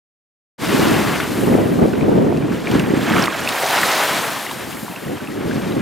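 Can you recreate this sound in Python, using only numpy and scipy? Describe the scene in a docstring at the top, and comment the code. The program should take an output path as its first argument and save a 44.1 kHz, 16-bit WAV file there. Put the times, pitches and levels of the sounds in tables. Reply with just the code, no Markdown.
"""Small waves lap on a sandy beach: one drains away, the next curls over with a few plops,
breaks and runs up the sand as fizzing foam. The water sounds through swarms of ringing
bubbles, from large gurgling ones to the finest in the foam; the crest's slaps throw spray.
Gusts of wind buffet the two ports of a microphone with rumbling eddies and a few thumps."""
import sys
import numpy as np
from scipy import signal
from scipy.fft import rfft, irfft, next_fast_len
from scipy.io import wavfile

SR = 44100
rng = np.random.default_rng(int(sys.argv[2]) if len(sys.argv) > 2 else 0)


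def materialize(psi):
    """Save the field psi as 16-bit PCM at rate SR to the path in sys.argv[1].

    A 1-D psi becomes a single channel; in a 2-D psi each row is a channel.
    """
    bounded = np.clip(np.atleast_2d(psi).T, -1, 1)
    quanta = np.round(bounded * 32767).astype(np.int16)
    wavfile.write(sys.argv[1], SR, quanta)


N = 256220
TIME_S = np.arange(N) / SR
START_S, FADE_S, CUTOFF_HZ = 0.5798, 0.05, 15800
WAVE_SHAPE, GUST_SHAPE = 1.72, 1.68  # 2 is a round bell; less is more pointed

# Waves swell, spill and run out. Each row: crest time in seconds, relative level in dB,
# rise and fall in seconds, foaminess in dB.
WAVES = [(0.75, -23, 0.2, 0.6, -0.36), (2.53, -37, 0.016, 0.14, -1), (2.72, -27.5, .06, 0.13, -3),
         (3.24, -22, 0.3, 0.035, -3.5), (3.48, -26, 0.11, .05, -12), (3.89, -20.5, 0.44, 0.43, 2.6),
         (5.57, -37.5, 0.2, 0.51, 0)]
# Foam soaking into the sand. 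Each row: peak time in seconds, level in dB, rise and fall in seconds.
FOAM_SOAKS = [(1.4, -43, 0.3, 0.35), (4.75, -44.5, 0.12, 0.44)]
# Air folded in by the crest. Each row: peak time in seconds, level in dB, rise and fall in seconds.
AIR_CLOUDS = [(3.56, -23, 0.11, 0.14), (3.93, -21.5, 0.054, 0.04), (4.12, -29, 0.11, 0.36),
              (4.93, -35.5, .06, 0.039)]
# The largest plops and drips. Each row: start in seconds, relative level in dB, initial pitch in Hz.
PLOPS = [(1.158, -14, 2120), (1.201, -9.5, 1440), (1.204, -14, 2140), (1.206, -11.5, 3380),
         (2.52, -17, 1440), (2.672, -17, 2290), (2.796, -12.5, 2630), (3.138, -11, 1670),
         (3.167, -11, 1190), (3.182, -10.5, 1380), (3.224, -3, 5330), (3.273, -12, 1970),
         (3.281, -1.5, 1140), (3.324, -11, 1490), (3.475, -6.5, 2530), (3.832, -3, 1880),
         (4.465, -19, 1960), (4.511, -19, 960), (4.881, -24, 970), (4.935, -30, 766), (5.510, -12.5, 1580)]
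# Slaps of the curling crest. Each row: start in seconds, level in dB.
SLAPS = [(1.158, -33), (1.201, -32), (2.372, -32), (2.713, -24), (2.752, -37), (2.795, -22), (3.224, -31),
         (3.256, -20), (3.488, -14.5), (3.915, -18), (4.513, -25)]
# Nearness of the water's edge. Each row: time in seconds, boost of single bubbles over hiss in dB.
NEARNESS = [(.6, -1), (1.5, -10), (2.4, -5), (2.7, 0), (3.3, 3), (3.7, -0.5), (4.2, -4.5), (4.7, -2.5),
            (5.0, -9.5), (5.8, -3)]
# Direction of the splashing. Each row: time in seconds, left minus right in dB.
SPLASH_PAN = [(.6, 2.5), (2.4, 3.5), (2.7, 0), (3.25, -3), (3.6, -0.5), (4.5, 3), (5.8, 4.5)]
# Source spectra. Each row: frequency in Hz, relative spectral density in dB.
GURGLE_SPECTRUM = [(150, -20.5), (350, -7), (600, -1), (1000, -0.5), (1700, -2), (2400, -5.5), (3200, -9.5),
                   (4500, -26.5), (7000, -75)]
SPLASH_SPECTRUM = [(1800, -43), (3000, -5.5), (3800, -3), (5200, -6.5), (7000, -9.5), (9000, -14),
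                   (13000, -34)]
FOAM_SPECTRUM = [(5000, -22), (7000, 0), (8500, 0.5), (10000, 2.5), (12000, 1), (14300, 2.5), (15200, -5),
                 (16000, -18)]
CHURN_SPECTRUM = [(250, -15), (450, -10.5), (720, 3), (950, -1), (1400, -35), (2500, -29)]
SPRAY_SPECTRUM = [(600, 15), (1500, -2.5), (3000, 16.5), (6000, 4), (10000, 2.5), (15000, -14)]
TRICKLE_SPECTRUM = [(700, -2), (1500, -1), (2700, -2.5), (4000, -18)]
WIND_SPECTRUM = [(20, -34), (45, -21), (80, -10.5), (140, -2), (220, 0.5), (300, 0), (420, -4.5),
                 (600, -11.5), (1000, -24), (2000, -40), (5000, -52)]
# Gusts. Each row: peak time in seconds, relative level in dB, rise (equal to fall) in seconds.
GUSTS = [(0.89, -18.5, 0.31), (1.56, -17.5, 0.26), (1.829, -17, 0.064), (2.19, -17.5, 0.33),
         (2.52, -24.5, 0.097), (2.755, -20, 0.07), (2.925, -20, 0.24), (3.169, -20.5, .1),
         (3.43, -31, 0.11), (3.83, -31.5, 0.081), (4.2, -34, 0.16), (4.65, -33, 0.15), (5.11, -23, 0.053),
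         (5.54, -23, 0.26), (5.77, -21.5, 0.078)]
# The hardest eddies. Each row: peak time in seconds, mid peak in dB, pitch in Hz.
THUMPS = [(0.73, -7, 338), (1.553, 1.5, 334), (1.586, -4, 434), (1.828, 0.5, 200), (1.858, -1, 362),
          (2.084, -2, 360), (2.179, -2, 380), (2.326, -6, 527), (2.741, -4, 240), (2.756, -2, 273),
          (2.939, -0.5, 266)]
# Wind difference between the ports. Each row: frequency in Hz, side minus mid in dB.
WIND_SIDE = [(60, -15), (120, -7.5), (200, -5), (320, -1.5), (600, 0.5), (1500, 2.5)]
# Steadiness of the left-to-right airflow. Each row: time in seconds, share from 0 to 1.
CROSSWIND = [(.6, 0.4), (1.2, 0.5), (1.5, 0), (2.4, 0), (2.75, 0.8), (3.3, 1), (4.4, 0.8), (5.1, 1),
             (5.8, 1)]


def waves():
    """Four sizes of bubble follow swell, break and run-up; the splash is the most directional."""
    return panned(gurgle(), share=0.4) + panned(splash()) + foam() + churn()


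def gurgle():
    """Large bubbles ring as a wave spills."""
    gain = spill_gain(level_db=1.5, fineness=0, linger_db=-6.5, life_s=0.14, lapping_db=-35.5)
    return gain * water(GURGLE_SPECTRUM, per_s=900, cycles=22.5, spread_db=2.5,
                        far_db=4.5, lumpy_db=1.33, width=0.2)


def splash():
    """Smaller bubbles ring higher and linger longer."""
    gain = spill_gain(level_db=-6.5, fineness=0.76, linger_db=-9.5, life_s=0.28, lapping_db=-46)
    return gain * water(SPLASH_SPECTRUM, per_s=1400, cycles=31, spread_db=3,
                        far_db=2.5, lumpy_db=0.98, width=0.38)


def foam():
    """The finest bubbles fizz in each run-up and as the foam soaks into the sand."""
    run_up = spill_gain(level_db=-11.5, fineness=1, linger_db=-4, life_s=0.31, lapping_db=-53.5)
    soak_power = sum(swell_power(*soak, WAVE_SHAPE) for soak in FOAM_SOAKS)
    gain = np.sqrt(run_up ** 2 + soak_power)
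    return gain * water(FOAM_SPECTRUM, per_s=2200, cycles=31, spread_db=3.5,
                        far_db=-1.5, lumpy_db=1.05, width=0.017)


def churn():
    """A breaking crest folds in a cloud of air that churns."""
    gain = np.sqrt(sum(swell_power(*cloud, WAVE_SHAPE) for cloud in AIR_CLOUDS))
    return gain * water(CHURN_SPECTRUM, per_s=470, cycles=7.5, spread_db=4,
                        far_db=-2.5, lumpy_db=4.5, width=0.058)


def spill_gain(level_db, fineness, linger_db, life_s, lapping_db):
    """Spills make bubbles over steady lapping, foamy spills more fine ones; some burst later."""
    spill = sum(swell_power(peak_s, db + fineness * foamy_db, rise_s, fall_s, WAVE_SHAPE)
                for peak_s, db, rise_s, fall_s, foamy_db in WAVES)
    pole = np.exp(-1 / (life_s * SR))
    late = from_db(linger_db) ** 2 * signal.lfilter([1 - pole], [1, -pole], spill + 1e-18)
    return np.hypot(from_db(level_db) * np.sqrt(spill + late), from_db(lapping_db))


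def water(spectrum, per_s, cycles, spread_db, far_db, lumpy_db, width):
    """Near bubbles stand out of the hiss of countless far ones; both come in spurts."""
    near_gain = from_db(curve(NEARNESS) - far_db)
    mid, side = coloured(rng.standard_normal((2, N)), spectrum)
    far = unit_rms(stereo(mid, side * width / np.sqrt(3)))
    near = swarm(spectrum, per_s, cycles, spread_db, width)
    blend = (near_gain * near + far) / np.hypot(near_gain, 1)
    return unit_rms(blend * from_db(lumpy_db * drift(rate_hz=18.7)))


def swarm(spectrum, per_s, cycles, spread_db, width):
    """Bubbles of random moment, strength and place, their pitches drawn from a spectrum."""
    grid_hz = np.linspace(200, CUTOFF_HZ, 2000)
    cumulative = np.cumsum(gain_at(spectrum, grid_hz) ** 2)
    swarm_rng = np.random.default_rng(rng.integers(2 ** 31))
    when, pitch, strength, place = swarm_rng.random((int(per_s * N / SR), 4)).T[:, :, None]
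    hz = np.interp(pitch, cumulative / cumulative[-1], grid_hz)
    boost_db = spread_db * np.minimum(-np.log(1 - strength), 4)
    height = np.sqrt(hz) * from_db(boost_db)  # short, high rings carry as much energy as low ones
    steps = np.arange(int(cycles * SR / np.quantile(hz, 0.1)))
    rings = height * bubble(steps / SR, hz, t60_s=cycles / hz, rise=0.048)
    indices = ((when * N).astype(int) + steps).ravel()
    pan = width * (2 * place - 1)
    mid = np.bincount(indices, rings.ravel(), N)[:N]
    side = np.bincount(indices, (rings * pan).ravel(), N)[:N]
    return unit_rms(stereo(mid, side))


def bubble(age_s, hz, t60_s, rise):
    """A bubble rings and dies, its pitch rising as it nears the surface."""
    return from_db(-60 * age_s / t60_s) * np.sin(2 * np.pi * hz * age_s * (1 + rise * age_s / t60_s))


def plops(gentle_cycles, loss_per_s, attack_s, rise, ragged_depth, ragged_hz):
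    """Folding water pinches off bubbles that ring raggedly, small or violent ones most briefly."""
    out = np.zeros((2, N))
    raggedness = 1 + ragged_depth * drift(ragged_hz)
    for start_s, db, hz in PLOPS:
        t60_s = 1 / (hz / gentle_cycles + loss_per_s * from_db(db))
        start = int(start_s * SR)
        age_s = TIME_S[:min(int(2 * t60_s * SR), N - start)]
        attack = 1 - np.exp(-age_s / attack_s)
        out[:, start:start + len(age_s)] += from_db(db) * attack * bubble(age_s, hz, t60_s, rise)
    return panned(out * raggedness)


def slaps(t60_s):
    """Each slap of the crest throws a short, bright burst of dense droplets."""
    gain = np.zeros(N)
    for start_s, db in SLAPS:
        start = int(start_s * SR)
        gain[start:] += from_db(db - 60 * TIME_S[:N - start] / t60_s)
    return gain * water(SPRAY_SPECTRUM, per_s=4000, cycles=7, spread_db=2,
                        far_db=0, lumpy_db=0.6, width=0.35)


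def trickle(level_db):
    """Stray bubbles plink close by throughout, heard when the wash is quiet."""
    return from_db(level_db) * swarm(TRICKLE_SPECTRUM, per_s=45, cycles=48, spread_db=3, width=0.89)


def wind(gain_db, lumpy_db, eddy_hz, knee_hz, brighten_db_per_db, neutral_db):
    """Eddies buffet the two ports; strong gusts shed smaller eddies."""
    force_db = wind_force_db(breeze_db=-40.5, wander_db=3.5)
    across = np.clip(curve(CROSSWIND), 0, 1)
    eddies = rng.standard_normal((2, N)) * from_db(lumpy_db * drift(eddy_hz))
    mid, swirl = coloured(eddies, WIND_SPECTRUM)
    # Eddies crossing left to right put the side a quarter cycle ahead of the mid.
    ahead = -signal.hilbert(mid, next_fast_len(N)).imag[:N]
    side = coloured(across * ahead + np.sqrt(1 - across ** 2) * swirl, WIND_SIDE)
    ports = stereo(mid, side) / np.std(mid)
    large = signal.sosfiltfilt(signal.butter(2, knee_hz, fs=SR, output="sos"), ports)
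    small = (ports - large) * from_db(brighten_db_per_db * np.maximum(force_db - neutral_db, -3))
    return from_db(gain_db + force_db) * (large + small)


def wind_force_db(breeze_db, wander_db):
    """Gusts come and go over a wandering breeze."""
    breeze = from_db(breeze_db + wander_db * drift(rate_hz=12)) ** 2
    gusts = sum(swell_power(peak_s, db, rise_s, rise_s, GUST_SHAPE) for peak_s, db, rise_s in GUSTS)
    return 10 * np.log10(breeze + gusts)


def thumps(lean):
    """A passing eddy is one pressure hump between two dips, harder on one port."""
    out = np.zeros((2, N))
    for (peak_s, db, hz), port in zip(THUMPS, rng.choice([-1, 1], len(THUMPS))):
        span = slice(int((peak_s - 0.01) * SR), int((peak_s + 0.01) * SR))
        phase = np.pi * hz * (TIME_S[span] - peak_s)
        hump = from_db(db) * (1 - 2 * phase ** 2) * np.exp(-phase ** 2)
        out[:, span] += stereo(hump, hump * lean * port)
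    return out


def swell_power(peak_s, db, rise_s, fall_s, shape):
    """Power that builds to a peak and dies down."""
    width_s = np.where(TIME_S < peak_s, rise_s, fall_s)
    return from_db(db) ** 2 * np.exp(-2 * (np.abs(TIME_S - peak_s) / width_s) ** shape)


def drift(rate_hz):
    """Smooth random motion of unit rms."""
    hop, warm_up = 20, 4000
    pole = np.exp(-2 * np.pi * rate_hz * hop / SR)
    noise = rng.standard_normal(N // hop + warm_up + 2)
    slow = signal.lfilter([1], [1, -2 * pole, pole * pole], noise)[warm_up:]
    return np.interp(np.arange(N) / hop, np.arange(len(slow)), unit_rms(slow))


def coloured(x, spectrum):
    """Filter by a spectrum."""
    size = next_fast_len(N)
    gain = gain_at(spectrum, np.fft.rfftfreq(size, 1 / SR))
    return irfft(rfft(x, size) * gain, size)[..., :N]


def gain_at(spectrum, hz):
    """Gain on a log-frequency axis, falling 12 dB per octave past the ends."""
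    points_hz, db = np.transpose(spectrum)
    inside_hz = np.clip(hz, points_hz[0], points_hz[-1])
    skirt = np.minimum(hz / inside_hz, inside_hz / (hz + 1e-9)) ** 2
    return from_db(np.interp(np.log(inside_hz), np.log(points_hz), db)) * skirt


def panned(ports, share=1):
    """Lean toward the splashing."""
    left_db = share * curve(SPLASH_PAN)
    return ports * from_db(np.array([left_db, -left_db]) / 2)


def stereo(mid, side):
    return np.array([mid + side, mid - side])


def curve(rows):
    return np.interp(TIME_S, *np.transpose(rows))


def unit_rms(x):
    return x / np.sqrt(np.mean(x ** 2) + 1e-20)


def from_db(db):
    return 10 ** (np.asarray(db) / 20)


def scene():
    """The shore in front, wind on the microphone; bubbles carry no deep bass."""
    shore = waves()
    shore += plops(gentle_cycles=53, loss_per_s=64, attack_s=0.00032, rise=0.068,
                   ragged_depth=0.64, ragged_hz=452)
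    shore += slaps(t60_s=0.035) + trickle(level_db=-42)
    shore = signal.sosfilt(signal.butter(2, 220, "high", fs=SR, output="sos"), shore)
    buffet = wind(gain_db=2.21, lumpy_db=2, eddy_hz=76, knee_hz=398,
                  brighten_db_per_db=1.14, neutral_db=-19)
    return shore + buffet + thumps(lean=0.26)


def record(dry):
    """Fade in from silence, round the highest peaks, cut the top."""
    faded = dry * np.clip((TIME_S - START_S) / FADE_S, 0, 1)
    rounded = faded / (1 + faded ** 6) ** (1 / 6)
    return signal.sosfilt(signal.ellip(12, 0.1, 90, CUTOFF_HZ, fs=SR, output="sos"), rounded)


dry = scene()
out = record(dry)
materialize(out)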